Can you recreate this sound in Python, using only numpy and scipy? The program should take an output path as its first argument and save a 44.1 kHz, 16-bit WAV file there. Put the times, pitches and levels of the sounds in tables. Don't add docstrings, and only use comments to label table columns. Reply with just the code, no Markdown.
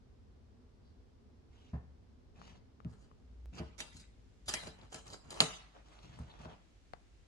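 import sys
import numpy as np
from scipy import signal
from scipy.fft import rfft, irfft, next_fast_len
from scipy.io import wavfile
from scipy.ndimage import uniform_filter1d

SR = 44100
rng = np.random.default_rng(int(sys.argv[2]) if len(sys.argv) > 2 else 0)


def persist_wave(psi):
    counts = np.round(np.clip(psi, -1, 1) * 32767).astype(np.int16)
    wavfile.write(sys.argv[1], SR, np.atleast_2d(counts).T)


N = 320739
TREBLE_LIMIT_HZ = 11800


def amp(db):
    return 10 ** (np.asarray(db) / 20)


def evened(x):
    return x / np.sqrt(np.mean(x ** 2) + 1e-20)


def read(points, hz):
    row_hz, value = np.transpose(points)
    return np.interp(np.log(hz + 1), np.log(row_hz + 1), value)


def add(mix, start_s, sound):
    part = mix[:, round(start_s * SR):][:, :sound.shape[-1]]
    part += sound[..., :part.shape[1]]


def filtered(x, gain_at):
    size = next_fast_len(x.shape[-1], True)
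    return irfft(rfft(x, size) * gain_at(np.fft.rfftfreq(size, 1 / SR)), size)[..., :x.shape[-1]]


def coloured(x, tone, tilt_db=0):
    def gain_at(hz):
        db = read(tone, hz) + tilt_db * np.log2(np.maximum(hz, 400))
        return evened(amp(db) * (hz < TREBLE_LIMIT_HZ) * (hz > 20))
    return filtered(x, gain_at)


def hump(hz, centre_hz, width_oct):
    return np.exp(-.5 * (np.log2((hz + 1) / centre_hz) / width_oct) ** 2)


def grit(size, per_s, spread_db, smooth):
    slips = (rng.random(size) < per_s / SR) * amp(spread_db * np.minimum(rng.exponential(1, size), 3.5))
    grains = evened(slips * rng.standard_normal((2, size)))
    return evened(grains + smooth * rng.standard_normal((2, size)))


def ring(notes, cutoff_hz=SR):
    t = np.arange(SR // 2) / SR
    return sum((-1) ** k * amp(db - 60 * t / t60) * np.sin(2 * np.pi * hz * t)
               / np.hypot(1, (hz / cutoff_hz) ** 3) for k, (hz, db, t60) in enumerate(notes))


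def struck_spot(x, ripple_db):
    knots_hz = np.linspace(0, TREBLE_LIMIT_HZ, num=80)
    heights_db = ripple_db * rng.uniform(-2.2, 1, len(knots_hz)) * np.minimum(knots_hz / 3000, 1)
    return filtered(x, lambda hz: evened(amp(np.interp(hz, knots_hz, heights_db, right=0))))


def crack(tone, tilt_db, t60, apart, rise_s=0.00057, ripple_db=6.5):
    t = np.arange(SR // 2) / SR
    shared, left, right = rng.choice([-1., 1.], (3, len(t)))
    noise = evened(shared + apart * np.array([left, right]))
    burst = noise * amp(-60 * t / t60) * (1 - np.exp(-t / rise_s))
    padded = np.pad(burst, ((0, 0), (len(t), 0)))
    return struck_spot(coloured(padded, tone, tilt_db), ripple_db)[:, len(t):]


def flicker(x, depth_db, full_from_hz=2400):
    hz, _, bands = signal.stft(x, SR, nperseg=512)
    patches = rng.standard_normal(bands.shape[1:])
    for _ in range(2):
        patches = uniform_filter1d(uniform_filter1d(patches, size=4, axis=0), size=5, axis=1)
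    gain = amp(depth_db * evened(patches) * np.minimum(hz / full_from_hz, 1)[:, None])
    gain /= np.sqrt(np.mean(gain ** 2, axis=1, keepdims=True))
    return signal.istft(bands * gain, SR)[1][:, :N]


def right_later(x, lag_s):
    return np.array([x[0], filtered(x[1], lambda hz: np.exp(-2j * np.pi * hz * lag_s))])


# (frequency [Hz], likeness [0 to 1])
LIKENESS = [(40, 0.48), (150, 0.93), (300, 0.42), (600, 0), (1200, 0), (12000, 0.015)]

def diffuse(pair):
    mid = filtered(pair[0], lambda hz: np.sqrt(np.clip(1 + read(LIKENESS, hz), 0, 2) / 2))
    side = filtered(pair[1], lambda hz: np.sqrt(np.clip(1 - read(LIKENESS, hz), 0, 2) / 2))
    return np.array([mid + side, mid - side])


# (frequency [Hz], relative level [dB])
EARLY_AIR_TONE = [(25, -12), (70, 0), (134, -12.5), (156, -19), (256, -10), (291, -20), (440, -17.5),
                  (513, -25), (883, -30), (2360, -40), (5250, -42), (12000, -60.5)]
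LATE_AIR_TONE = [(25, -9), (50, 10.5), (80, -1.5), (150, -11), (300, -9.5), (500, -17), (1000, -24),
                 (2500, -24.5), (7000, -30.5), (12000, -46.5)]

def air():
    early = diffuse(coloured(rng.standard_normal((2, N)), EARLY_AIR_TONE))
    late = diffuse(coloured(rng.standard_normal((2, N)), LATE_AIR_TONE))
    moved = np.interp(np.arange(N) / SR, [3, 5.5], [0, 1])
    return amp(-60.5) * np.sqrt(1 - moved) * early + amp(-63) * np.sqrt(moved) * late


# (time [s], pitch [Hz], level [dB])
HUM_PATH = [(3.202, 58, -64), (3.321, 59.1, -50.5), (3.42, 59.9, -50), (3.491, 59, -43.5),
            (3.55, 57.93, -61), (4.1, 52.7, -62), (5.001, 53.34, -61), (7.27, 52.45, -71)]

def hum():
    t = np.arange(N) / SR
    times, hz, db = np.transpose(HUM_PATH)
    waver = np.interp(t, np.linspace(0, t[-1], 60), rng.standard_normal(60))
    level = amp(np.interp(t, times, db, left=-100) + 0.71 * waver)
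    return level * np.sin(2 * np.pi * np.cumsum(np.interp(t, times, hz)) / SR)


# (frequency [Hz], ring time [s])
ECHO_TIMES = [(100, 0.95), (300, 0.12), (700, 0.59), (2000, 0.58), (4000, 0.55), (8000, 0.38),
              (12000, 0.32)]
# (frequency [Hz], relative level [dB])
ECHO_TONE = [(80, -9), (250, -1), (700, -6), (2000, -3), (4200, -5.5), (7000, -6.5), (11000, -6.5)]

def reflections():
    t = np.arange(SR) / SR
    echoes = diffuse(grit(SR, per_s=2500, spread_db=2.5, smooth=0.5))
    hz, age, bands = signal.stft(echoes, SR, nperseg=256)
    t60 = read(ECHO_TIMES, hz)[:, None]
    bands = bands * amp(read(ECHO_TONE, hz)[:, None] - 60 * age / t60)
    bands *= np.sqrt(2 * np.log(1000) / (t60 * SR))
    arrival = np.clip((t - .002) / 0.0016, 0, 1)
    early_boost = 1 + 0.58 * np.exp(-t / 0.022)
    return signal.istft(bands, SR, nperseg=256)[1][:, :SR] * arrival * early_boost


def room(x, count=3):
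    turn = np.pi * np.arange(N) / SR / 2.4
    shares = [np.cos(turn + np.pi * k / count) * np.sqrt(2 / count) for k in range(count)]
    return sum(signal.oaconvolve(x * share, reflections(), axes=1)[:, :N] for share in shares)


def tick(start_s=3.4584, decay_s=0.0015):
    out, t = np.zeros((2, N)), np.arange(SR // 20) / SR
    add(out, start_s, amp(-47) * np.exp(-t / decay_s))
    return out


# (time [s], length [s], level [dB], pitch [Hz])
CATCHES = [(0.819, 0.12, -85, 4270), (1.529, 0.19, -79.5, 2900), (3.549, .008, -63, 6300),
           (3.57, 0.044, -60, 2750), (3.585, 0.0056, -59, 5100), (3.979, 0.083, -76, 2100),
           (4.811, 0.0088, -63.5, 3930), (5.078, 0.008, -58, 5850), (5.857, 0.0077, -70, 1006),
           (5.928, .014, -81, 7000), (5.987, 0.0074, -64.5, 3400), (6.188, .008, -69, 8050),
           (6.293, 0.029, -64.5, 3380), (6.405, 0.061, -77.5, 6800), (6.456, 0.0051, -67, 3460)]

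def rasps():
    out = np.zeros((2, N))
    for start, length, db, centre_hz in CATCHES:
        size = round(length * SR)
        slips = grit(SR // 2, per_s=610, spread_db=3.0, smooth=.5)[0]
        rasp = filtered(slips, lambda hz: hump(hz, centre_hz, width_oct=0.27))
        add(out, start, amp(db) * evened(rasp[:size] * signal.windows.tukey(size, .6)))
    return out


# (frequency [Hz], relative level [dB])
SHUDDER_TONE = [(30, -28), (80, -4.5), (150, -5), (260, -12.5), (450, -35), (1000, -61)]
RUB_TONE = [(120, -24.5), (350, 2.5), (720, 4.5), (1100, 0.5), (2000, -8.5), (3200, -11.5), (6000, -45)]

def friction(strokes, hiss_tone, uneven_db, press_s=0.025, let_go_s=0.024):
    levels = np.zeros((3, N))
    for start, length, rub_db, hiss_db, shudder_db in strokes:
        t = np.arange(0, length, 1 / SR)
        pressure = np.minimum(t / press_s, 1) * np.minimum((length - t) / let_go_s, 1)
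        add(levels, start, pressure * amp([[shudder_db], [rub_db], [hiss_db]]))
    shudder_level, rub_level, hiss_level = levels
    wobble = evened(uniform_filter1d(rng.standard_normal(N), size=500))
    grip = evened(amp(uneven_db * wobble))
    shudder = diffuse(coloured(rng.standard_normal((2, N)), SHUDDER_TONE))
    rub = coloured(grit(N, per_s=500, spread_db=1.5, smooth=0.86), RUB_TONE)
    hiss = coloured(grit(N, per_s=1200, spread_db=-2.4, smooth=0.85), hiss_tone)
    hiss = evened(hiss + .6 * hiss[::-1])
    sliding = amp(1.5) * rub_level * rub + amp(-3) * hiss_level * hiss
    return amp(1.5) * shudder_level * shudder + grip * flicker(sliding, depth_db=2.5)


# (time [s], length [s], rub [dB], hiss [dB], shudder [dB])
HAND_MOVES = [(1.5, 0.27, -77, -72, -78), (2.34, 0.26, -69, -70.5, -61.5), (2.39, .13, -74, -64, -93),
              (3.52, 0.1, -60.5, -59, -51.5), (3.62, 0.091, -79, -69, -58), (5.72, 0.092, -66, -71, -73),
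              (5.84, 0.22, -66.5, -66, -73), (6.03, 0.213, -65.5, -63.5, -58),
              (6.22, 0.17, -62, -68.5, -66), (6.38, 0.095, -56, -59, -57.5),
              (6.47, 0.084, -55, -65.5, -58.5)]
# (frequency [Hz], relative level [dB])
HAND_HISS_TONE = [(800, -8), (1800, 5), (3000, 9.5), (4800, 5.5), (6900, 1.5), (8500, -8.5), (12000, -19)]

def hand_on_case():
    return amp(-2.5) * friction(HAND_MOVES, HAND_HISS_TONE, uneven_db=2)


# (time [s], level [dB], pitch [Hz], ring time [s], left over right [dB])
LIGHT_KNOCKS = [(2.416, -44, 1200, 0.0088, 13.5), (2.803, -44, 1200, 0.0072, 9),
                (2.848, -41.5, 2900, 0.0014, 4), (3.114, -51.5, 1110, 0.013, 10.5),
                (6.1895, -40.5, 1000, 0.0079, 10), (6.4555, -39, 974, 0.0081, 9),
                (6.9349, -36.5, 1480, 0.0044, 13.5), (6.935, -44.5, 4340, 0.003, -7),
                (6.9363, -34.5, 745, 0.016, 8)]

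def taps():
    out = np.zeros((2, N))
    for start, db, hz, t60, pan_db in LIGHT_KNOCKS:
        knock = ring([(hz, 0, t60)]) + amp(-20) * crack(RUB_TONE, tilt_db=1.1, t60=0.034, apart=0.17)
        add(out, start, amp(db) * amp([[pan_db / 2], [-pan_db / 2]]) * knock)
    return out


# (pitch [Hz], relative level [dB], ring time [s])
BOX_NOTES = [(104, -9, 0.07), (119.6, -3, 0.21), (147.7, 2, 0.1), (164.1, 7, 0.077), (238, -1.5, 0.13),
             (280, -6, 0.11), (347, -3, 0.098), (444.5, -8.5, 0.32), (628, 1, 0.13), (765, 7.5, 0.028),
             (768, -14, 0.38), (1312, -10.5, 0.19)]
# (frequency [Hz], relative level [dB])
RATTLE_TONE = [(120, -21.5), (350, 4.5), (720, 6), (1100, 0), (1800, -4), (2400, -16), (6000, -40.5)]
# (time [s], level [dB], hardness as a cut-off [Hz], bounce [dB], rattle [dB])
SOFT_BLOWS = [(1.731, -35.5, 217, 6, -13.5), (2.849, -34, 211, -7, -28), (3.598, -39, 515, 3.5, -9.5),
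              (3.61, -47.5, 380, -8, -24), (3.944, -52.5, 248, 3, -35), (4.67, -49, 650, 2.5, -27),
              (5.41, -50, 486.5, -14.5, -11.5), (6.196, -42, 217.6, 7.5, -16), (6.454, -48.5, 675, 5.5, -4)]

def thuds(feet_hz=72.3, rise_s=.003):
    out = np.zeros((2, N))
    give = 1 - np.exp(-np.arange(SR // 2) / SR / rise_s)
    bounce = ring([(feet_hz, 0, 0.22)]) - ring([(feet_hz, 0, .05)])
    for start, db, hardness_hz, bounce_db, rattle_db in SOFT_BLOWS:
        boom = ring(BOX_NOTES, hardness_hz)
        rattle = crack(RATTLE_TONE, tilt_db=0, t60=0.25, apart=0.87, rise_s=rise_s)
        add(out, start, amp(db) * give * (boom + amp(bounce_db) * bounce + amp(rattle_db) * rattle))
    return out


# (pitch [Hz], relative level [dB], ring time [s])
CLASP_NOTES = [(1347, -9, 0.14), (2940, 0, 0.097), (3173, -2, 0.13), (3744, -9, 0.27), (4020, 2.5, 0.13),
               (4890, 3, 0.13), (6100, -13.5, 0.2), (6740, -1, 0.23), (8280, -4, .17), (9750, -15, 0.16),
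               (10500, -14, .13)]

def held_clasp(x, ring_share=0.081):
    t = np.arange(SR // 10) / SR
    held = [(hz, db - 3.5, t60 * ring_share) for hz, db, t60 in CLASP_NOTES]
    response = sum(amp(db - 60 * t / t60) * np.cos(2 * np.pi * hz * t) * 2 * np.log(1000) / (t60 * SR)
                   for hz, db, t60 in held)
    return x + signal.oaconvolve(x, response[None], axes=1)[:, :N]


# (time [s], length [s], rub [dB], hiss [dB], shudder [dB])
FINGER_MOVES = [(2.86, 0.22, -75.5, -76.5, -69.5), (3.92, 0.11, -84, -60.5, -62.5),
                (4.455, 0.07, -77, -51.5, -57), (4.615, 0.087, -57.5, -55, -55.5),
                (4.77, 0.11, -64.5, -75.5, -64), (4.9, 0.11, -63, -58.5, -75),
                (5.045, 0.12, -62.5, -59.5, -63), (5.235, 0.075, -66, -70, -61),
                (5.3, 0.13, -54.5, -56, -67)]
# (frequency [Hz], relative level [dB])
STEEL_HISS_TONE = [(1000, -4.5), (2500, -3.5), (4500, 6), (5500, 3), (7000, 7.5), (8500, 3.5),
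                   (12000, -12.5)]

def fingers_on_clasp():
    return amp(-0.5) * held_clasp(friction(FINGER_MOVES, STEEL_HISS_TONE, uneven_db=3))


# (frequency [Hz], relative level [dB])
GRATE_TONE = [(100, -6.5), (400, 9), (1500, 6), (2200, -0.5), (4500, 0.5), (7500, 1), (12000, -13.5)]
# (time [s], length [s], level [dB], brightness [dB per octave],
# left over right [dB], three peaks of the contact point (pitch [Hz], boost [dB]))
HOOK_DRAGS = [(3.561, 0.0397, -55, -3, -4, [(1300, 3), (4700, 9), (6800, 3)]),
              (3.778, 0.025, -55.5, 2, -9.5, [(2200, 13), (3600, 6), (5850, 8)]),
              (4.481, 0.014, -39.5, 0.5, -1.5, [(3500, 10), (4800, 8.5), (10700, 16)]),
              (4.4919, 0.011, -40.5, 0.2, -4.5, [(3200, 5), (3900, 2), (4900, 3)]),
              (4.506, 0.039, -53.5, 0, 9, [(2700, 0), (4400, 2), (9000, 3)]),
              (4.918, 0.037, -58.5, -0.2, 3, [(900, -6), (3850, -15), (6100, 1)]),
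              (5.119, 0.031, -55.5, -3.4, -2, [(3900, 14), (5000, 11), (7300, 18)])]

def scrapes(swell_db_per_s=284.5):
    out = np.zeros((2, N))
    for start, length, db, tilt_db, pan_db, peaks in HOOK_DRAGS:
        slips = coloured(grit(SR // 2, per_s=5000, spread_db=0.8, smooth=0.38), GRATE_TONE, tilt_db)
        slips = slips + 0.29 * slips[::-1]
        slips = filtered(slips, lambda hz: amp(sum(boost * hump(hz, pitch, width_oct=0.076)
                                                   for pitch, boost in peaks)))
        size = round(length * SR)
        force = signal.windows.tukey(size, .3) * amp(swell_db_per_s * np.arange(size) / SR)
        add(out, start, amp(db) * amp([[pan_db / 2], [-pan_db / 2]]) * evened(slips[:, :size] * force))
    return held_clasp(out)


PING_RING_S = 0.0099

def chatter(start_s=5.4171, gap_s=0.0073, pitch_hz=6995, loss_db=3.5):
    out = np.zeros((2, N))
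    for k in range(4):
        add(out, start_s + k * gap_s, ring([(pitch_hz, -28 - k * loss_db, PING_RING_S)]))
    return out


# (frequency [Hz], relative level [dB])
SNAP_TONE = [(100, -17.5), (350, 3), (750, 6), (1450, 1), (2400, 4), (3100, 3.5), (5200, 1), (7300, 0.5),
             (9500, -1.5), (12000, -14)]
# (time [s], level [dB], brightness [dB per octave], box ring [dB],
# clasp ring [dB], three pings of the contact point (pitch [Hz], relative level [dB]))
CLASP_SNAPS = [(3.803, -36.5, 0.5, -18.5, -39, [(2150, 2.5), (3250, -7), (5900, -5)]),
               (4.5379, -28, 1.1, -22, -35, [(3000, -9), (5200, -1), (6200, -3)]),
               (4.672, -56.5, -2, -20.5, -14.5, [(2300, 7), (4400, 12), (9500, 2)]),
               (4.944, -44, 0, -9.5, -21.5, [(2950, -4.5), (6100, 1.5), (7300, 6)]),
               (4.96, -52, -2.5, -16, -25, [(3850, -1.5), (5000, 3), (7400, 1)]),
               (5.102, -58.5, 3, -21, -23, [(3200, 1), (3900, -11), (4800, 12)]),
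               (5.3052, -44.5, 2.5, -15.5, -13.5, [(3700, -4), (4900, -2), (7300, 1.5)]),
               (5.4036, -19.5, -0.5, -17, -24, [(2100, -8.5), (3400, 7), (4400, 9.5)]),
               (5.4075, -35.5, -2, -21.5, -23.5, [(750, 2.5), (3250, 15), (6900, 2)]),
               (5.4219, -36, -3.5, -25, -23, [(1400, 0.5), (3900, 5.5), (4600, 3.5)])]

def clicks(ripple_db, split_hz=250):
    cracks, rings, pings = np.zeros((3, 2, N))
    box, hook = ring(BOX_NOTES), ring(CLASP_NOTES)
    for start, db, tilt_db, box_db, clasp_db, contact in CLASP_SNAPS:
        ping = ring([(hz + side * split_hz, ping_db, PING_RING_S)
                     for hz, ping_db in contact for side in (-1, 1)])
        snap = crack(SNAP_TONE, tilt_db, t60=0.044, apart=0.93, ripple_db=ripple_db)
        add(cracks, start, amp(db) * snap)
        add(rings, start, amp(db + box_db) * box + amp(db + clasp_db) * hook)
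        add(pings, start, amp(db) * ping * amp([[-1.5], [1]]))
    return held_clasp(cracks) + rings, pings


def scene():
    snaps, pings = clicks(ripple_db=6.5)
    grating, box, knocks = scrapes(), thuds(), taps()
    pings = pings + chatter()
    hand = hand_on_case() + rasps()
    fingers = fingers_on_clasp()
    all_round, _ = clicks(ripple_db=3.0)
    echoes = room(all_round + grating + amp(-18.5) * pings + amp(-5.5) * box
                  + amp(-12.5) * knocks + hand + fingers)
    direct = right_later(snaps + grating + pings + box + fingers, lag_s=.00017)
    direct += right_later(hand + knocks, lag_s=0.000448)
    return direct + flicker(echoes, depth_db=3.5) + air() + hum() + tick()


def record(dry, tick_limit_hz=17000):
    lowpass, tick_lowpass = (signal.firwin(511, hz, window=("kaiser", 9), fs=SR)
                             for hz in (TREBLE_LIMIT_HZ, tick_limit_hz))
    tick_top = signal.oaconvolve(tick(), (tick_lowpass - lowpass)[None], "same")
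    return signal.oaconvolve(dry, lowpass[None], "same") + tick_top


dry = scene()
out = record(dry)
persist_wave(out)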